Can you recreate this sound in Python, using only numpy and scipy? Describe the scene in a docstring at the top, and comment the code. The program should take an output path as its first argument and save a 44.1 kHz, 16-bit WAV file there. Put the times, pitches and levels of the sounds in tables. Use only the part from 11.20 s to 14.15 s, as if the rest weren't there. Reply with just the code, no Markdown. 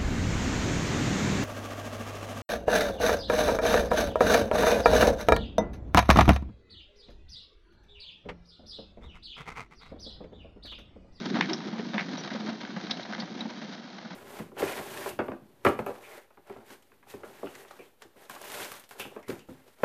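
"""On a rough concrete lane, a hollow plastic ride-on car is pushed away.
Random grit clicks under the hard wheels make the shell rumble and the wheels rattle.
Bumps thump the shell with short swelling tones, loose parts clack, and an axle squeaks once.
The sandals of the walker beside it slap twice, as clicks ringing the sole.
Soft outdoor noise and a faint low hum lie behind."""
import sys
import numpy as np
from scipy import signal
from scipy.fft import rfft, irfft
from scipy.io import wavfile

SR = 44100
rng = np.random.default_rng(int(sys.argv[2]) if len(sys.argv) > 2 else 0)


def master_out(mix):
    """Clip the mix to full scale and print it as 16-bit PCM to the path in sys.argv[1]."""
    frames = np.transpose(np.atleast_2d(mix))
    ceiling = np.clip(frames, -1, 1)
    pcm = np.round(ceiling * 32767).astype(np.int16)
    wavfile.write(sys.argv[1], SR, pcm)


def boost_factor(decibels):
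    """Convert a level in decibels to a linear amplitude factor."""
    exponent = np.asarray(decibels, float) / 20
    return 10 ** exponent


N = 130095  # length in samples

# Rolling as the car moves away, before the trims in rolling().
# Each row: time in seconds, rumble level in dB, level of the rattle above it in pitch in dB.
ROLL = [(0.0, -30, -37), (0.22, -33, -38), (0.44, -38, -40.5), (0.67, -38.5, -40.5), (0.94, -39, -38.5),
        (1.14, -39.5, -40), (1.48, -42, -41.5), (1.85, -43.5, -40), (2.06, -41.5, -42), (2.32, -43.5, -41),
        (2.64, -48, -43), (2.95, -48, -44.5)]
# Resonances of the hollow shell. Each row: pitch in Hz, width in Hz, relative level in dB.
SHELL = [(163.2, 52.8, -3.5), (203.3, 37.7, 1.5), (238.7, 35.8, -0.5), (305, 53.8, -3), (358.7, 83, -7),
         (458, 84, -15)]
# Resonances of wheels and axles. Each row: pitch in Hz, width in Hz, relative level in dB.
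WHEELS = [(493.4, 24, 2), (671, 296, 1.5), (818, 140, 3.5), (935, 95, 0), (1248, 140, -0.5),
          (1535, 267, -1), (1900, 284, -0.5), (2124, 357, -2.5), (2867, 220, -6.5), (3120, 264, -4.5),
          (3900, 570, -3.5), (4545, 360, -4.5), (4860, 370, -5.5), (5840, 1380, -10.5), (6930, 260, -25.5)]
# Bumps under a wheel. Each row: start in seconds, thump level in dB, pitch in Hz,
# rattle against thump in dB, length in seconds.
BUMPS = [(0.017, -38, 220, -4, 0.0085), (0.086, -35, 220, -25, 0.016), (0.15, -19, 267, -13, 0.01),
         (0.163, -22.5, 234, -9, 0.014), (0.186, -22.5, 240, -20, 0.0096), (0.282, -28.5, 323, -5, 0.038),
         (0.307, -29.5, 377, -11, 0.035), (0.337, -33.5, 351, -29, 0.022), (0.405, -36.5, 183, -18, 0.022),
         (0.474, -34.5, 177, -9, 0.029), (0.523, -30, 206, -10, 0.033), (0.551, -29.5, 220, -32, 0.037),
         (0.59, -28, 200, -17, 0.012), (0.739, -24.5, 210, -4.5, 0.038), (0.804, -33.5, 198, -3.5, 0.02),
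         (0.883, -27, 217, -12, 0.007), (0.934, -29.5, 237, -20, 0.014), (0.594, -31.5, 414, -23, 0.015),
         (1.113, -30, 221, -5.5, 0.018), (1.147, -27.5, 543, -23.5, 0.0082), (1.15, -26, 211, -12, 0.018),
         (1.182, -33, 214.5, -23, 0.091), (1.282, -29, 236, -4.5, 0.026), (1.316, -30.5, 211, -27, 0.028),
         (1.428, -34.5, 216, -4, 0.024), (1.562, -25, 196, -19, 0.023), (1.694, -31.5, 223, -1.5, 0.017),
         (1.77, -35.5, 603, -14, 0.0046), (1.793, -38, 600, -17.5, 0.011),
         (1.889, -31.5, 211, -13.5, 0.031), (1.979, -31, 223, -7, 0.044), (2.027, -29.5, 184, -13, 0.021),
         (2.207, -33, 229, -4, 0.031), (2.25, -27, 220, -21, 0.015), (2.293, -39.5, 232, -4, 0.054),
         (2.416, -32, 224, -9, 0.022), (2.589, -42, 217, -19, 0.032), (2.856, -34, 210, -13, 0.01),
         (2.906, -34, 186, -5.5, 0.013)]
# Clacks of loose parts. Each row: start in seconds, peak level in dB, pitch in Hz,
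# length in seconds, broad crack against ring in dB.
CLACKS = [(0.1414, -24, 1370, 0.0075, 10), (0.156, -21.5, 1580, 0.0054, 1), (0.294, -26, 3000, 0.0088, 15),
          (0.3316, -17, 5430, 0.0055, -5), (0.402, -31.5, 1520, 0.0045, 7), (0.593, -33, 1840, 0.0037, 16),
          (0.7416, -39, 2400, 0.0065, 7), (0.951, -34, 1310, 0.0033, 6), (0.972, -31, 3940, 0.0045, 3),
          (1.074, -28.5, 1460, 0.0068, 7), (1.102, -29.5, 1900, 0.011, 12),
          (1.147, -37.5, 1730, 0.0068, -5), (1.266, -30, 1390, 0.011, 8.5), (1.432, -41, 1590, 0.0034, 6),
          (1.449, -30.5, 1590, 0.0037, 17), (1.503, -33.5, 1470, 0.0057, 3),
          (1.561, -28.5, 1710, 0.0071, -2.5), (1.665, -35.5, 4020, 0.011, 9),
          (1.7082, -17.5, 3900, 0.0084, -0.5), (1.7714, -33, 3120, 0.0037, -10),
          (1.793, -33.5, 1490, 0.0038, 7.5), (1.8296, -30.5, 4000, 0.0065, -3),
          (1.932, -25, 1570, 0.0042, -3), (1.947, -27, 1560, 0.0037, 6), (1.9985, -27.5, 4410, 0.013, -3.5),
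          (2.018, -30, 1630, 0.0095, 7), (2.2058, -29, 3830, 0.0064, -14), (2.782, -31, 1520, 0.0061, 4),
          (2.849, -38, 1440, 0.0039, 3)]
# Sandal slaps. Each row: start in seconds, peak level in dB,
# treble limit of the soft contact in Hz, flaps against slap in dB.
SLAPS = [(.2087, -8.5, 6000, -4), (.7795, -15, 3600, 2)]
# Ringing of the sandal. Each row: pitch in Hz, relative level in dB, time to fall by 60 dB in seconds.
SANDAL_MODES = [(1100, -14, .010), (1750, -5, .008), (2150, 0, .009), (2900, -8, .007), (3600, -7, .008),
                (4400, -15, .005), (5600, -14, .005)]
# First touch, slap and flaps. Each row: delay in seconds, relative level in dB.
SLAP_TOUCHES = [(0.0, -10), (.0012, 0), (.0023, -3), (.0032, -8), (.013, -10), (.0175, -6), (.023, -12),
                (.03, -12), (.038, -14)]
# Colour of outdoor air and microphone noise. Each row: frequency in Hz, relative level in dB per Hz.
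AIR_COLOUR = [(24, -75), (40, -41.5), (81, -29.5), (215, 9), (428, -19.5), (697, -8), (2630, -32.5),
              (3750, -30), (5840, -24), (7970, -63), (10400, -87), (17500, -120)]


def rms_one(x):
    """Scale to an average strength (rms) of 1."""
    return x / np.sqrt(np.mean(x ** 2) + 1e-20)


def drift(rate_hz):
    """Slow random wandering with rms 1: noise smoothed twice below the given rate."""
    r = np.exp(-2 * np.pi * rate_hz / SR)
    smooth = signal.lfilter([1], [1, -2 * r, r * r], rng.standard_normal(N + SR))
    return rms_one(smooth[SR:])  # skip the filter's first second


def resonance(x, hz, width_hz):
    """Two-pole resonance that passes its own pitch at gain 1."""
    r = np.exp(-np.pi * width_hz / SR)
    top = [(1 - r * r) / 2, 0, (r * r - 1) / 2]
    bottom = [1, -2 * r * np.cos(2 * np.pi * hz / SR), r * r]
    return signal.lfilter(top, bottom, x + 1e-18)


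def ring(x, hz, t60):
    """A click of height 1 starts a dying sine of height 1."""
    r = boost_factor(-60 / (t60 * SR))
    w = 2 * np.pi * hz / SR
    return signal.lfilter([0, np.sin(w)], [1, -2 * r * np.cos(w), r * r], x + 1e-18)


def body(x, peaks):
    """An object as resonances side by side, with alternating signs."""
    return sum((-1) ** k * boost_factor(db) * resonance(x, hz, width_hz)
               for k, (hz, width_hz, db) in enumerate(peaks))


def dull(x, hz):
    """Soften everything above the given frequency with a gentle low-pass."""
    return signal.lfilter(*signal.butter(1, hz, fs=SR), x)


def grains(per_s, spread_db):
    """Clicks at random times, with random signs and uneven sizes."""
    sizes = boost_factor(spread_db * np.minimum(rng.exponential(1, N), 5)) * rng.choice([-1, 1], N)
    return sizes * (rng.random(N) < per_s / SR)


def dying(start_s, tau_s):
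    """Envelope that jumps to 1 and dies away exponentially."""
    t = np.arange(N) / SR - start_s
    return np.exp(-np.maximum(t, 0) / tau_s) * (t >= 0)


def add(out, start_s, x):
    """Mix x into out from the given time."""
    i = int(start_s * SR)
    out[i:i + len(x)] += x[:len(out) - i]


def rolling():
    """Coarse grit excites the shell, finer grit the wheels; both shake together, and bumps add rattle."""
    rumble_trim_db, rattle_trim_db = -0.5, -5.5
    rumble_shake_db, rattle_shake_db, crunch_db = 2.6, 1.2, 3
    s, rumble_db, rattle_db = np.transpose(ROLL)
    t = np.arange(N) / SR
    rumble_level = boost_factor(np.interp(t, s, rumble_db) + rumble_trim_db)
    shake = drift(25)

    coarse = boost_factor(rumble_shake_db * shake) * grains(per_s=600, spread_db=2.0)
    rumble = rms_one(body(coarse, SHELL))

    grit = rms_one(grains(per_s=3000, spread_db=2.5))
    unit = np.std(body(grit, WHEELS))
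    # larger stones tick dully through the grit
    pebbles = boost_factor(-13) * rms_one(dull(grains(per_s=120, spread_db=5.2), 1000))
    crunch = np.maximum(drift(45), 0) - .4  # rough patches come in clusters
    rattle_level = boost_factor(np.interp(t, s, rattle_db) + rattle_trim_db
                       + rattle_shake_db * shake + crunch_db * crunch)

    jolts = sum(boost_factor(db + rattle_rel_db) * dying(at, 0.023) for at, db, _, rattle_rel_db, _ in BUMPS)
    # reversed grit gives the bumps a rattle of their own, duller than the rolling grit
    bump_rattle = dull(jolts * grit[::-1], 2010)
    drive = rattle_level * (grit + pebbles) + bump_rattle
    return rumble_level * rumble + body(drive, WHEELS) / unit


def bumps():
    """The shell swells briefly at each bump's pitch, and its upper modes and the lowest wheel modes stir."""
    rise, upper_db = .25, -12.5  # rise as a share of the length
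    out = np.zeros(N)
    t = np.arange(SR // 8) / SR
    noises = rng.standard_normal((len(BUMPS), len(t)))
    for (s, db, hz, _, length), noise in zip(BUMPS, noises):
        u = t / length
        swell = np.minimum(u / rise, 1) * np.exp(-u ** 2)
        tone = np.sin(2 * np.pi * hz * t + 3 * noise[0])  # random starting phase
        upper = rms_one(body(noise, SHELL[3:] + WHEELS[:2]))
        add(out, s, boost_factor(db) * swell * (tone + boost_factor(upper_db) * upper))
    return out


def clacks():
    """A short spatter of contacts cracks broadly and rings one part, which keeps chattering faintly."""
    rise = .2  # share of the length
    ring_cycles, pure_from_db = 12, 10  # a crack further than this under the ring leaves a clear tone
    crack_octaves = 1.05  # at this distance from the pitch the crack is 3 dB weaker
    tail_db, tail_s = -9, .022
    out = np.zeros(N)
    t = np.arange(SR // 8) / SR
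    noises = rng.standard_normal((len(CLACKS), len(t)))
    for (s, db, hz, length, crack_db), noise in zip(CLACKS, noises):
        swell = np.minimum(t / (rise * length), 1) * np.exp(-(t / length) ** 2)
        spatter = noise * swell
        purity = max(boost_factor(-crack_db - pure_from_db) - 1, 0)
        pure = swell * purity * np.sin(2 * np.pi * hz * t)
        chatter = noise * boost_factor(tail_db) * np.exp(-t / tail_s)
        part = resonance(pure + spatter + chatter, hz, hz / ring_cycles)
        # the crack stirs mainly the modes near the part's pitch
        near = [(f, width_hz, level_db - 3 * (np.log2(f / hz) / crack_octaves) ** 2)
                for f, width_hz, level_db in WHEELS]
        crack = body(spatter + chatter / 2, near)
        clack = part / np.abs(part).max() + boost_factor(crack_db) * crack / np.abs(crack).max()
        add(out, s, boost_factor(db) * clack / np.abs(clack).max())
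    return out


def sandals():
    """Clicks of a first touch, a sharp double slap and flaps ring the sole; gritty noise makes a scuff."""
    scuff_hz, scuff_width_hz, scuff_db, scuff_s = 1900, 900, -21, 0.017
    thin_hz = 600  # the thin sole gives little bass
    flap_db_per_octave = 9  # flaps stir mainly the modes near the scuff pitch
    scuff = resonance(grains(per_s=3700, spread_db=1.5), scuff_hz, scuff_width_hz)
    scuff = rms_one(resonance(scuff, scuff_hz, 2 * scuff_width_hz))
    out = np.zeros(N)
    delay, touch_db = np.transpose(SLAP_TOUCHES)
    is_flap = delay > .01
    for s, db, soft_hz, flaps_db in SLAPS:
        swell = 4 * (dying(s, scuff_s) - dying(s, scuff_s / 2))  # peaks at 1
        out += boost_factor(db + flaps_db + scuff_db) * swell * scuff
        slap = 0
        for hz, level_db, t60 in SANDAL_MODES:
            flap_level_db = flaps_db - flap_db_per_octave * abs(np.log2(hz / scuff_hz))
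            uneven_db = rng.normal(0, 1, len(delay)) * (1 + 2 * is_flap)  # flaps vary more
            clicks = np.zeros(SR // 8)
            clicks[(delay * SR).astype(int)] = -boost_factor(touch_db + flap_level_db * is_flap + uneven_db)
            slap = slap + boost_factor(level_db) * ring(clicks, hz, t60)
        band = signal.butter(2, [thin_hz, soft_hz], "band", fs=SR, output="sos")
        slap = signal.sosfilt(band, slap)
        add(out, s, boost_factor(db) * slap / np.abs(slap).max())
    return out


def squeak():
    """A brief axle squeak: a rough, wavering high tone that sags in the middle."""
    start_s, length_s, pitch_hz, sag_hz, level_db = .973, .042, 5900, 150, -44
    u = np.clip((np.arange(N) / SR - start_s) / length_s, 0, 1)  # runs from 0 to 1 during the squeak
    hz = pitch_hz - sag_hz * np.sin(np.pi * u) + 110 * drift(300)
    fade = np.minimum(np.minimum(5 * u, 3 - 3 * u), 1)
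    level = boost_factor(level_db + 3 * drift(200)) * fade
    return level * np.sqrt(2) * np.sin(2 * np.pi * np.cumsum(hz) / SR)


def air():
    """Outdoor air and microphone noise, made by colouring white noise, with a faint low hum."""
    noise_db, hum_hz, hum_db = -49.5, 60, -83  # rms levels
    hz, db = np.transpose(AIR_COLOUR)
    f = np.fft.rfftfreq(N, 1 / SR) + 1  # the 1 keeps the logarithm finite
    colour = boost_factor(np.interp(np.log(f), np.log(hz), db))
    noise = irfft(rfft(rng.standard_normal(N)) * colour, N)
    hum = np.sqrt(2) * np.sin(2 * np.pi * hum_hz * np.arange(N) / SR)
    return boost_factor(noise_db) * rms_one(noise) + boost_factor(hum_db) * hum


def scene():
    """The near sources lose their deepest bass in the small microphone; air is added in full."""
    near = rolling() + bumps() + clacks() + sandals() + squeak()
    bass_cut = signal.butter(3, 144, "high", fs=SR, output="sos")
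    return (signal.sosfilt(bass_cut, near) + air())[None]  # one channel


def top_cut(x):
    """Nothing passes above the cut-off."""
    return signal.sosfilt(signal.butter(12, 8120, fs=SR, output="sos"), x)


def record(dry):
    """The treble is rolled off, then cut steeply, and faint hiss is added."""
    roll_off = signal.butter(6, 6000, fs=SR, output="sos")
    steep_cut = signal.cheby2(8, 40, 8550, fs=SR, output="sos")  # 40 dB down from 8550 Hz
    mix = signal.sosfilt(steep_cut, signal.sosfilt(roll_off, dry))
    mix = mix + boost_factor(-83) * rng.standard_normal(mix.shape)
    return top_cut(mix)


dry = scene()
out = record(dry)
master_out(out)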